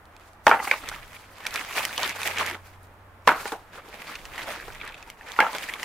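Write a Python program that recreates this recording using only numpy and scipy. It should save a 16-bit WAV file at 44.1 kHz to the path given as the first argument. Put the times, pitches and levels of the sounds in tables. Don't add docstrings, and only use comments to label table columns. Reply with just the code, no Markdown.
import sys
import numpy as np
from scipy import signal
from scipy.fft import rfft, irfft
from scipy.io import wavfile
from scipy.ndimage import uniform_filter1d

SR = 44100
rng = np.random.default_rng(int(sys.argv[2]) if len(sys.argv) > 2 else 0)


def gain_from_db(level_db):
    decades = np.asarray(level_db, float) / 20
    return 10 ** decades


def generate_wav(signal):
    frames = np.transpose(np.atleast_2d(signal))
    scaled = np.clip(frames, -1, 1) * 32767
    pcm = np.round(scaled).astype(np.int16)
    wavfile.write(sys.argv[1], SR, pcm)


N = 257544


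def colour(x, points, lo=0, hi=1):
    size = x.shape[-1]
    f = np.maximum(np.arange(size // 2 + 1) * SR / size, 1)
    hz, db = np.transpose(points)
    spec = rfft(x) * gain_from_db(np.interp(np.log(f), np.log(hz), db))
    if lo:
        inside = (f > lo) & (f < hi)
        band_power = np.mean(np.sum(np.abs(spec[..., inside]) ** 2, axis=-1))
        spec = spec * size / np.sqrt(2 * band_power)
    return irfft(spec, size)


def band(x, hz, octaves):
    edges = np.clip(hz * 2 ** (np.array([-.5, .5]) * octaves), 10, .47 * SR)
    return signal.sosfilt(signal.butter(2, edges, "bandpass", fs=SR, output="sos"), x)


def ring(hz, t60, rise, phase=0., size=SR // 8):
    t = np.arange(size) / SR
    decay = np.exp(-np.log(1000) * t / t60)
    return np.sin(2 * np.pi * hz * t + phase) * decay * (1 - np.exp(-t / rise))


def walk(rate, size=N):
    k = int(SR / rate)
    held = np.repeat(rng.standard_normal(size // k + 1), k)
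    return 2.2 * uniform_filter1d(uniform_filter1d(held, k), k)[:size]


def curve(table):
    s, *columns = np.transpose(table)
    return [np.interp(np.arange(N) / SR, s, c) for c in columns]


def swells(s, db, fade_s, rise, rest_db):
    crest = 0.15
    times = np.arange(0, N, 64)
    late = (times / SR - s[:, None]) / fade_s[:, None]
    away = np.hypot(np.maximum(late, -late / np.reshape(rise, (-1, 1))), crest) - crest
    power = gain_from_db(2 * (db[:, None] - 20 * away)).sum(0) + gain_from_db(2 * rest_db)
    return np.interp(np.arange(N), times, 10 * np.log10(power))


def grains(rate_hz, size_db, cap_db):
    count, train = int(rate_hz * N / SR), np.zeros((2, N))
    size_db = np.minimum(size_db * rng.exponential(size=(2, count)), cap_db)
    size = gain_from_db(size_db) * rng.choice([-1, 1], (2, count))
    np.put_along_axis(train, rng.integers(0, N, (2, count)), size, axis=1)
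    return train / train.std()


def ports(mid, other):
    # pitch_hz, level_db
    spread = [(60, -65), (250, -24.5), (700, -14), (1300, -9), (2400, -5.5), (5000, -2), (16000, 0.5)]
    side = colour(other, spread)
    return np.array([mid + side, mid - side])


def half_alike(mid, other):
    return np.array([mid + .5 * other, mid - .5 * other])


def add(out, s, sound):
    i = int(s * SR)
    out[..., i:i + sound.shape[-1]] += sound[..., :N - i]


def logs():
    # pitch_hz, level_db, t60_s
    pile_modes = [(249, -19.5, 0.062), (480, -5.5, 0.032), (680, -15, 0.032), (810, -0.5, 0.049),
                  (870, -8, 0.07), (1140, 1, 0.022), (1360, -0.5, 0.027), (1700, -1, 0.018),
                  (2090, 0.5, 0.0077), (2765, -4, 0.013), (3200, -18.5, 0.035)]
    # start_s, peak_db, low_ring_hz, upper_ring_db re low, crack_db re low
    side_blows = [(0.467, -2.5, 922, -0.5, -23), (.513, -6, 780, 8.5, -43), (0.5921, -18, 750, -30, -55),
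                  (0.672, -23, 700, -5, -30), (0.7112, -25, 860, 8, -18), (0.9158, -30, 1110, 8, -22),
                  (3.2741, -3, 773, -21, -23), (3.2908, -9, 950, 10.5, -25), (3.308, -26, 935, -22, -30),
                  (3.317, -34, 816, 24, -30), (3.4595, -21.5, 916, -21, -37),
                  (3.5198, -20.5, 760, -11, -23), (3.524, -22.5, 322, -15, -38),
                  (3.941, -32.5, 480, -15, -20), (4.489, -27.5, 557, -25, -19),
                  (4.681, -30.5, 404, -11, -22), (5.3893, -6.5, 900, -12, -60), (5.408, -15.5, 895, 6, -38),
                  (5.425, -16.5, 876, -8, -35), (5.438, -17, 860, -7, -43), (5.466, -21, 864, 5.5, -35),
                  (5.549, -25, 600, -3, -13)]
    # start_s, peak_db, low_ring_hz, upper_ring_db re low, crack_db re low
    end_blows = [(0.4694, -2.5, 627, -4, -55), (0.479, -8, 900, -30, -28), (.493, -9, 880, -23, -27),
                 (0.534, -15, 920, -22, -44), (0.5996, -18, 880, -7, -51), (0.676, -17.5, 755, 2, -43),
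                 (0.7134, -10.5, 825, 4.5, -21.5), (3.2772, -4, 970, -34.5, -30),
                 (3.2835, -15.5, 870, 9.5, -20), (3.4552, -21.5, 435, -8, -42),
                 (5.4031, -5, 1620, 3.5, -26.5)]
    side_ring_hz, end_ring_hz = 1400, 2140
    out, t = np.zeros((2, N)), np.arange(SR // 8) / SR
    blows = [(*b, side_ring_hz) for b in side_blows] + [(*b, end_ring_hz) for b in end_blows]
    chance = rng.standard_normal((len(blows), len(pile_modes) * 2))
    for (s, db, low_hz, high_db, crack_db, high_hz), luck in zip(blows, chance):
        knock = 1.6 * ring(low_hz, .02, .002) + gain_from_db(high_db + 5) * ring(high_hz, .009, .001)
        pile = sum(gain_from_db(mode_db + 2.8 * a) * ring(hz * (1 + 0.033 * b), t60, 0.00043, 3 * b)
                   for (hz, mode_db, t60), a, b in zip(pile_modes, luck[::2], luck[1::2]))
        burst = rng.standard_normal((2, len(t))) * np.exp(-t / .0016) * (1 - np.exp(-(t / .0008) ** 2))
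        crack = colour(burst, [(1500, -11.5), (3500, 3.0), (8000, -11.0), (16000, -16.0)])
        blow = knock + gain_from_db(-8.5) * pile + gain_from_db(crack_db + 25.5) * crack
        onset = blow[:, :SR // 200] * np.exp(-(t[:SR // 200] / .0011) ** 2)
        add(out, s, gain_from_db(db + 2.0) * blow)
        add(out, s, gain_from_db(db + 4.5) * yard(onset))
    return colour(out, [(50, -16), (180, -1.0)])


def free_logs():
    # start_s, peak_db, pitch_hz, t60_s
    free_rings = [(.467, -30.5, 114, 0.072), (.4775, -6, 890, 0.066), (.53, -16, 890, 0.11),
                  (.4785, -17, 840, .15), (.514, -16, 910, 0.21), (.514, -22.5, 797, 0.43),
                  (.514, -13, 1330, 0.11), (.536, -20, 1420, 0.055), (.7125, 2.5, 2330, 0.012),
                  (.7125, -4.5, 1720, 0.014), (.514, -9.5, 2270, 0.022), (.5135, -10, 1800, 0.032),
                  (.468, -3, 1820, 0.024), (.6, -19, 2000, 0.028), (.525, -25, 2400, 0.096),
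                  (3.2774, -0.5, 1010, 0.019), (3.2775, -6, 850, 0.015), (3.456, -25, 1720, 0.017),
                  (3.534, -27, 1500, 0.037), (.718, -24, 1500, .12), (3.276, -23, 1790, 0.046),
                  (3.291, -26, 1500, 0.2), (3.291, -14, 931, 0.11), (3.291, -21, 620, 0.14),
                  (3.2915, -11.5, 2140, 0.028), (3.52, -27, 1130, 0.068), (3.521, -26.5, 450, 0.089),
                  (5.389, -6, 1400, 0.064), (5.404, -15.5, 888, 0.21), (5.404, -14.5, 1650, 0.12),
                  (5.404, -25, 1700, .12), (5.423, -15.5, 507, 0.024), (5.448, -19, 1330, 0.046),
                  (5.465, -15.5, 1330, 0.043)]
    lag = 0.19 * np.array([[1], [-1]])
    out = np.zeros((2, N))
    for k, (s, db, hz, t60) in enumerate(free_rings):
        add(out, s, gain_from_db(db) * ring(hz, t60, 0.00065, (-1) ** k * lag, size=SR // 3))
    return out


def yard(x, t60_low=0.27, t60_high=0.21):
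    # pitch_hz, level_db
    yard_tone = [(150, -5), (400, -0.5), (700, 2.5), (870, 6), (1050, 0.5), (1500, -4.5), (2500, -2.5),
                 (3500, -3), (8000, -1.5), (16000, 0)]
    t = np.arange(SR // 3) / SR
    lumps = gain_from_db(1.5 * walk(250, size=len(t)))
    wash = colour(rng.standard_normal((2, len(t))), yard_tone)
    low = colour(wash, [(900, -3.5), (2000, -16)])
    low_tail = low * np.exp(-np.log(1000) * t / t60_low)
    high_tail = (wash - low) * np.exp(-np.log(1000) * t / t60_high)
    mid, other = (low_tail + high_tail) * lumps * (1 - np.exp(-(t / .006) ** 2))
    response = ports(mid, other) / np.sqrt(np.sum(mid ** 2))
    return signal.fftconvolve(x.mean(0)[None], response)


def scrapes():
    # start_s, level_db, length_s, resonance_hz
    strokes = [(0.603, -35.5, 0.06, 1060), (.722, -32, 0.035, 1100), (.76, -55, .14, 305),
               (1.569, -33, 0.029, 2400), (1.777, -36, 0.027, 2400), (1.983, -32, 0.025, 795),
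               (2.04, -28, 0.021, 3200), (2.404, -28.5, 0.033, 1110), (2.501, -45, 0.071, 348),
               (3.53, -39.5, 0.039, 770), (3.765, -45, 0.046, 1330), (3.775, -44.5, 0.028, 480),
               (3.83, -54, 0.078, 385), (4.082, -40, .022, 1330), (4.378, -37.5, 0.04, 2010),
               (4.473, -37, 0.053, 583), (4.576, -44, 0.049, 1790), (4.83, -40.5, 0.016, 1400),
               (5.28, -41, 0.035, 1800), (5.69, -32, .012, 2000), (0.918, -47, .03, 1600),
               (5.55, -41, 0.028, 696), (3.31, -38.5, 0.14, 1290)]
    slips_hz, width_octaves = 900, 0.54
    out, t = np.zeros((2, N)), np.arange(SR // 4) / SR
    for s, db, length_s, hz in strokes:
        when, size, other = rng.random(len(t)), rng.standard_normal(len(t)), rng.standard_normal(len(t))
        clicks = (when < slips_hz / SR) * size * np.array([np.ones(len(t)), other])
        slips = band(clicks, hz, width_octaves)
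        press = np.sqrt(np.sin(np.pi * np.clip(t / length_s, 0, 1)) + 1e-9)
        add(out, s, gain_from_db(db) * ports(*(slips * press / slips.std())))
    return out


def snaps(rows):
    out, t = np.zeros((2, N)), np.arange(SR // 8) / SR
    click_tone = [(1200, -11.0), (3200, 6.5), (6000, 1.5), (12000, -6.0), (16000, -15)]  # (Hz, dB)
    flip = np.exp(-np.abs(t - .001) / np.where(t < .001, .00005, .0005))
    for s, db, hz, treble_db in rows:
        click = colour(half_alike(*(rng.standard_normal((2, len(t))) * flip)), click_tone)
        panel = 1.3 * ring(hz, .011, .0008)
        panel = panel + gain_from_db(-4) * ring(1.44 * hz, .008, .0006) + gain_from_db(-6) * ring(.57 * hz, .008, .0008)
        add(out, s - .0008, gain_from_db(db) * (panel + gain_from_db(treble_db + 15.5) * click / np.abs(click).max()))
    return out


def creases():
    # start_s, peak_db, panel_hz, treble_db re panel
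    drag_snaps = [(0.6525, -33, 2300, -6), (0.8397, -29, 1290, -24), (0.8788, -24, 2360, -29),
                  (0.8885, -20.5, 1960, -7), (0.897, -26, 2120, -9), (1.1318, -31, 2050, -18),
                  (1.1655, -28, 2320, -28), (1.4531, -17.5, 1770, -28), (1.4672, -12, 2340, -15),
                  (1.5082, -35, 2580, -4), (1.5409, -21.5, 1830, -9.5), (1.559, -16.5, 2420, -12),
                  (1.6127, -19.5, 1980, -24), (1.713, -24, 2100, -24), (1.852, -11.5, 2110, -9.5),
                  (1.8933, -21.5, 1454, -23), (1.9789, -15, 2960, -9.5), (2.0017, -26, 2200, -4.5),
                  (2.024, -18, 1500, -23), (2.0316, -12.5, 3060, -13.5), (2.0454, -31, 1360, -2.5),
                  (2.0942, -20, 2160, -10), (2.1904, -21.5, 1140, -32), (2.2171, -19, 2530, -17),
                  (2.2751, -20.5, 1980, -4.5), (2.385, -16.5, 2550, -12.5), (2.4104, -15.5, 1090, -17),
                  (2.4634, -18.5, 1700, -9.5), (2.4992, -17.5, 2110, -20), (2.5519, -24, 1440, -34)]
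    # start_s, peak_db, panel_hz, treble_db re panel
    reach_snaps = [(3.7548, -32, 1130, -21), (4.003, -35, 1700, -10), (4.084, -37, 1240, -25),
                   (4.1532, -25, 2460, -22), (4.254, -27, 1930, -12), (4.3799, -17.5, 1940, -29),
                   (4.4295, -34, 1440, -8), (4.504, -24, 1270, -18), (4.561, -26, 1410, -19),
                   (4.679, -27, 1110, -23), (4.7033, -24.5, 1550, -37), (4.7496, -30, 1970, -17),
                   (4.8146, -18.5, 2340, -40), (4.8518, -28, 1440, -20), (4.8771, -24, 1800, -16.5),
                   (4.8982, -27, 1700, -32), (4.944, -25.5, 2520, -24), (5.027, -29.5, 2510, -21),
                   (5.101, -25.5, 2170, -15.5), (5.211, -26, 1770, -39), (5.319, -32.5, 2400, -0.5),
                   (5.3645, -21, 1950, -37), (5.5316, -18.5, 1010, -18), (5.584, -18.5, 2230, -16),
                   (5.6298, -37, 1000, -27), (5.689, -18, 1820, -25), (5.7381, -14.5, 2230, -19),
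                   (5.775, -35, 1200, -37), (5.831, -12.5, 2000, -20.5)]
    # start_s, peak_db
    ticks = [
        (0.055, -43.5),
        (0.372, -55),
        (0.1974, -43),
        (0.21, -45),
        (0.333, -44),
        (0.9607, -28.5),
        (2.8401, -52),
    ]
    tick_hz, tick_treble_db = 1200, -13
    return snaps([*drag_snaps, *reach_snaps, *((*tick, tick_hz, tick_treble_db) for tick in ticks)])


def crackle():
    # start_s, peak_db, panel_hz, treble_db re panel
    drag_crackle = [(1.384, -39, 1240, -9), (1.405, -32.5, 1050, -15), (1.439, -30, 1750, -18),
                    (1.4645, -18, 1520, -16.5), (1.577, -19, 2400, -26), (1.594, -25, 1694, -14),
                    (1.649, -25, 2240, -14), (1.695, -27, 2350, -16), (1.727, -21, 2700, -23),
                    (1.754, -22, 2710, -24), (1.789, -21, 2530, -20), (1.811, -26, 1540, -18),
                    (1.829, -24, 2290, -25), (1.91, -22, 1854, -30), (1.929, -22.5, 2454, -17),
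                    (1.981, -15, 1070, -28), (2.05, -24, 1380, -18), (2.077, -22, 1450, -9),
                    (2.128, -25, 2520, -23), (2.17, -36, 2420, -15), (2.232, -25, 1205, -9),
                    (2.232, -14.5, 2490, -18), (2.315, -33, 2060, -26), (2.336, -29, 920, -26),
                    (2.37, -22, 2820, -18), (2.417, -19, 1220, -23), (2.448, -27, 1290, -29),
                    (2.459, -24, 2090, -18), (2.481, -20, 1760, -26), (2.512, -17.5, 1820, -19)]
    # start_s, peak_db, panel_hz, treble_db re panel
    reach_crackle = [(3.733, -31.5, 1650, -20), (3.762, -33, 1320, -25), (3.786, -33, 1230, -27),
                     (3.797, -29, 1230, -30), (3.821, -38, 2300, -21), (3.887, -41, 807, -9),
                     (3.989, -36, 2060, -22), (4.019, -27, 1910, -15), (4.097, -30, 1270, -15),
                     (4.121, -27, 1690, -27), (4.138, -41, 2570, -24), (4.155, -22, 2630, -15),
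                     (4.359, -27, 1990, -16.5), (4.391, -24, 1730, -25), (4.435, -25, 1780, -22),
                     (4.45, -32, 1870, -24), (4.471, -27, 795, -20), (4.584, -29, 1780, -26),
                     (4.733, -37, 1170, -22), (4.803, -26, 2530, -28), (4.843, -26.5, 1210, -23),
                     (4.923, -29, 2450, -21), (4.98, -33, 2570, -22), (5.076, -33.5, 900, -21),
                     (5.243, -30, 810, -29), (5.279, -37, 2430, -24), (5.286, -26, 1790, -20),
                     (5.551, -19, 1430, -27), (5.565, -28, 2110, -11), (5.703, -33, 2080, -22),
                     (5.715, -27, 2190, -30), (5.798, -22, 2050, -16)]
    return gain_from_db(-0.5) * snaps([*drag_crackle, *reach_crackle])


def settling():
    # start_s, peak_db, panel_hz, treble_db re panel
    relaxing = [
        (0.1656, -36.5, 2480, -12),
        (0.2694, -56, 1570, -12),
        (0.8604, -33, 2550, -13),
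        (0.9328, -36, 1640, -12),
        (0.953, -34, 2480, -14),
        (1.0789, -46, 2710, -7),
        (2.6695, -45, 1740, -12),
        (2.871, -42, 900, -20),
        (5.631, -27, 2980, -18),
    ]
    return snaps(relaxing)


def sack(patchy_db=1.2):
    # pitch_hz, level_db per Hz
    sack_tone = [(150, -5), (300, -4), (700, 2.5), (1100, 5), (2300, 5.5), (3300, -5.5), (5500, -11),
                 (12000, -16), (16000, -18.5)]
    # strain_peak_s, crinkle_db, fade_s, hiss_db re crinkle
    drag_pulls = [(.2, -57, 0.18, -11), (.28, -66, 0.1, 4), (.675, -36, 0.13, -2), (.76, -49.5, 0.072, 3),
                  (.82, -63, 0.091, -7), (.896, -37.5, 0.2, -14), (1.16, -49, 0.26, -6.5),
                  (1.43, -42, 0.16, -11), (1.565, -30.5, 0.14, -8.5), (1.794, -28, 0.16, -7.5),
                  (1.93, -38, 0.1, -5), (2.04, -28, 0.15, -11.5), (2.2, -34.5, 0.14, -6.5),
                  (2.285, -30, 0.15, -9), (2.406, -24, 0.083, -14.5), (2.49, -29.5, 0.093, -13),
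                  (2.55, -32.5, 0.02, -24), (2.67, -47.5, 0.1, -6), (2.843, -68.5, 0.038, 6.5)]
    # strain_peak_s, crinkle_db, fade_s, hiss_db re crinkle
    reach_pulls = [(3.415, -40, 0.12, -5), (3.766, -41, 0.072, -13.5), (3.93, -45, 0.26, -11),
                   (4.094, -38.5, 0.23, -10), (4.24, -47, 0.22, -11), (4.41, -35.5, 0.19, -14),
                   (4.508, -36, 0.25, -9.5), (4.71, -51, 0.18, -13), (4.83, -41, 0.27, -20),
                   (4.99, -49.5, 0.24, -12), (5.086, -50, 0.077, -9), (5.2, -55.5, 0.093, -8),
                   (5.294, -38, 0.093, -12.5), (5.556, -31, 0.043, -14), (5.62, -38, 0.074, -9),
                   (5.69, -47, 0.029, 1), (5.745, -40, 0.24, -29), (5.84, -39, 0.11, -6)]
    # start_s, crinkle_db, fade_s, hiss_db re crinkle
    jolts = [
        (.475, -48, 0.19, 6.5),
        (3.28, -38, 0.19, -6.5),
        (3.458, -40.5, 0.13, -4.5),
        (3.521, -35.5, 0.039, -10),
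        (5.393, -37, 0.94, -8.5),
        (1.98, -32, 0.14, -10),
        (4.381, -34.5, 0.049, -11),
    ]
    s, pull_db, fade_s, hiss_db = np.transpose([*drag_pulls, *reach_pulls, *jolts])
    counts = [len(drag_pulls), len(reach_pulls), len(jolts)]
    shift_db = np.repeat([-13.5, -9.5, -23], counts)
    rise = np.repeat([0.86, 0.86, 0.13], counts)
    crinkle_db = swells(s, pull_db, fade_s, rise, rest_db=-69.5)
    treble_db = swells(s, pull_db + hiss_db, fade_s, rise, rest_db=-91)
    bass_db = swells(s, pull_db + shift_db, fade_s, rise, rest_db=-69.5)
    surge, shared = walk(70), grains(260, 4, 11)
    shared[1] = shared[0] * rng.standard_normal(N)
    tone_hz, tone_db = np.transpose(sack_tone)
    layers = np.zeros((3, 2, N))
    for hz in 180 * 2 ** np.arange(0, 6.6, .5):
        layer = int(hz > 550) + int(hz > 3000)
        grit = .8 * shared + (.7, .8, .4)[layer] * grains(300, 4.5, 12)
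        grit = grit + gain_from_db((-4, -8, -2)[layer]) * rng.standard_normal((2, N))
        db = np.interp(np.log(hz), np.log(tone_hz), tone_db) + patchy_db * (surge + walk(60))
        layers[layer] += band(grit, hz, 0.66) * gain_from_db(db)
    levels = (bass_db, crinkle_db - .7, treble_db + 0.5)
    mid, other = sum(x / x.std() * gain_from_db(db) for x, db in zip(layers, levels))
    return ports(mid, other)


def threads():
    # start_s, peak_db, pitch_hz
    partings = [(.468, -18, 4270), (1.852, -15, 11400), (1.962, -26, 14000), (2.032, -16, 4000),
                (2.832, -45, 11000), (2.94, -52, 12000), (3.223, -56, 6000), (4.733, -39, 5600),
                (4.851, -38, 7000), (5.027, -40, 5500), (3.277, -16, 3300)]
    out, t = np.zeros((2, N)), np.arange(SR // 50) / SR
    for s, db, hz in partings:
        mid, other = band(rng.standard_normal((2, len(t))) * np.exp(-t / 0.00089), hz, 0.7)
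        add(out, s, gain_from_db(db) * half_alike(mid, other) / np.abs(mid).max())
    return out


def town():
    # pitch_hz, level_db per Hz
    traffic_tone = [(20, 3), (60, 8.5), (130, -0.5), (450, -1.5), (800, 2.5), (1300, 0), (1800, -5.5),
                    (2600, -14.5), (4000, -24.5), (6500, -35), (13000, -32), (16000, -35)]
    # time_s, pitch_hz, level_db
    engine = [(0, 84.5, -61.5), (.45, 87.5, -58.5), (1, 93, -59.5), (1.8, 94, -64), (2.4, 93, -49),
              (3, 93.4, -53.5), (3.25, 92.6, -56), (4, 93.7, -67), (4.4, 97, -69), (5.84, 93.5, -72)]
    # peak_s, peak_db, fade_s
    gust_rows = [(0, -65, 0.59), (.45, -51, 0.068), (.9, -45.5, 0.31), (1.5, -57, 0.31), (2.391, -67, .4),
                 (2.7, -62, 0.84), (3.4, -58, 0.83), (4.26, -51.5, 0.7), (4.68, -48, 0.3),
                 (4.85, -56, 0.24), (5.1, -62, 0.33), (5.7, -70, .4)]
    traffic_db = -52.5 + 0.12 * walk(1.22)
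    mid, other = colour(rng.standard_normal((2, N)), traffic_tone, 120, 16000) * gain_from_db(traffic_db)
    hz, hum_db = curve(engine)
    turns = np.cumsum(hz + 1.16 * walk(38.7)) / SR
    hum = np.sqrt(2) * gain_from_db(hum_db + 0.34 * walk(4.1)) * np.sin(2 * np.pi * turns)
    wind_tone = [(12, -17), (25, 3.5), (45, -4.0), (75, -9.5), (120, -9.5), (300, -34.5)]  # (Hz, dB)
    gusts = colour(rng.standard_normal((2, N)), wind_tone, 6.7, 79)
    gust_db = swells(*np.transpose(gust_rows), rise=0.38, rest_db=-65.5)
    wind = gain_from_db(gust_db) * half_alike(*gusts)
    return ports(mid, 1.67 * other) + hum + wind


def with_scatter(x):
    return x + gain_from_db(-6.5) * yard(x, t60_low=0.039, t60_high=0.013)[:, :N]


def scene():
    wood = logs() + free_logs() + scrapes()
    plastic = with_scatter(creases()) + with_scatter(crackle()) + settling() + sack() + threads()
    return wood + plastic + town()


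def roll_off(x):
    return signal.sosfilt(signal.butter(12, 16960, fs=SR, output="sos"), x)


def record(dry):
    # pitch_hz, level_db
    lean = [(100, -1), (1300, -.5), (2400, -1.5), (8000, -1), (16000, -4.5)]
    # pitch_hz, level_db
    mic = [(14800, -1.5), (15800, -7), (16150, -46)]
    left, right = colour(dry, mic)
    left = colour(left, [(hz, db / 2) for hz, db in lean])
    right = colour(right, [(hz, -db / 2) for hz, db in lean])
    return roll_off(np.clip([left, right], -1, 1))


dry = scene()
out = record(dry)
generate_wav(out)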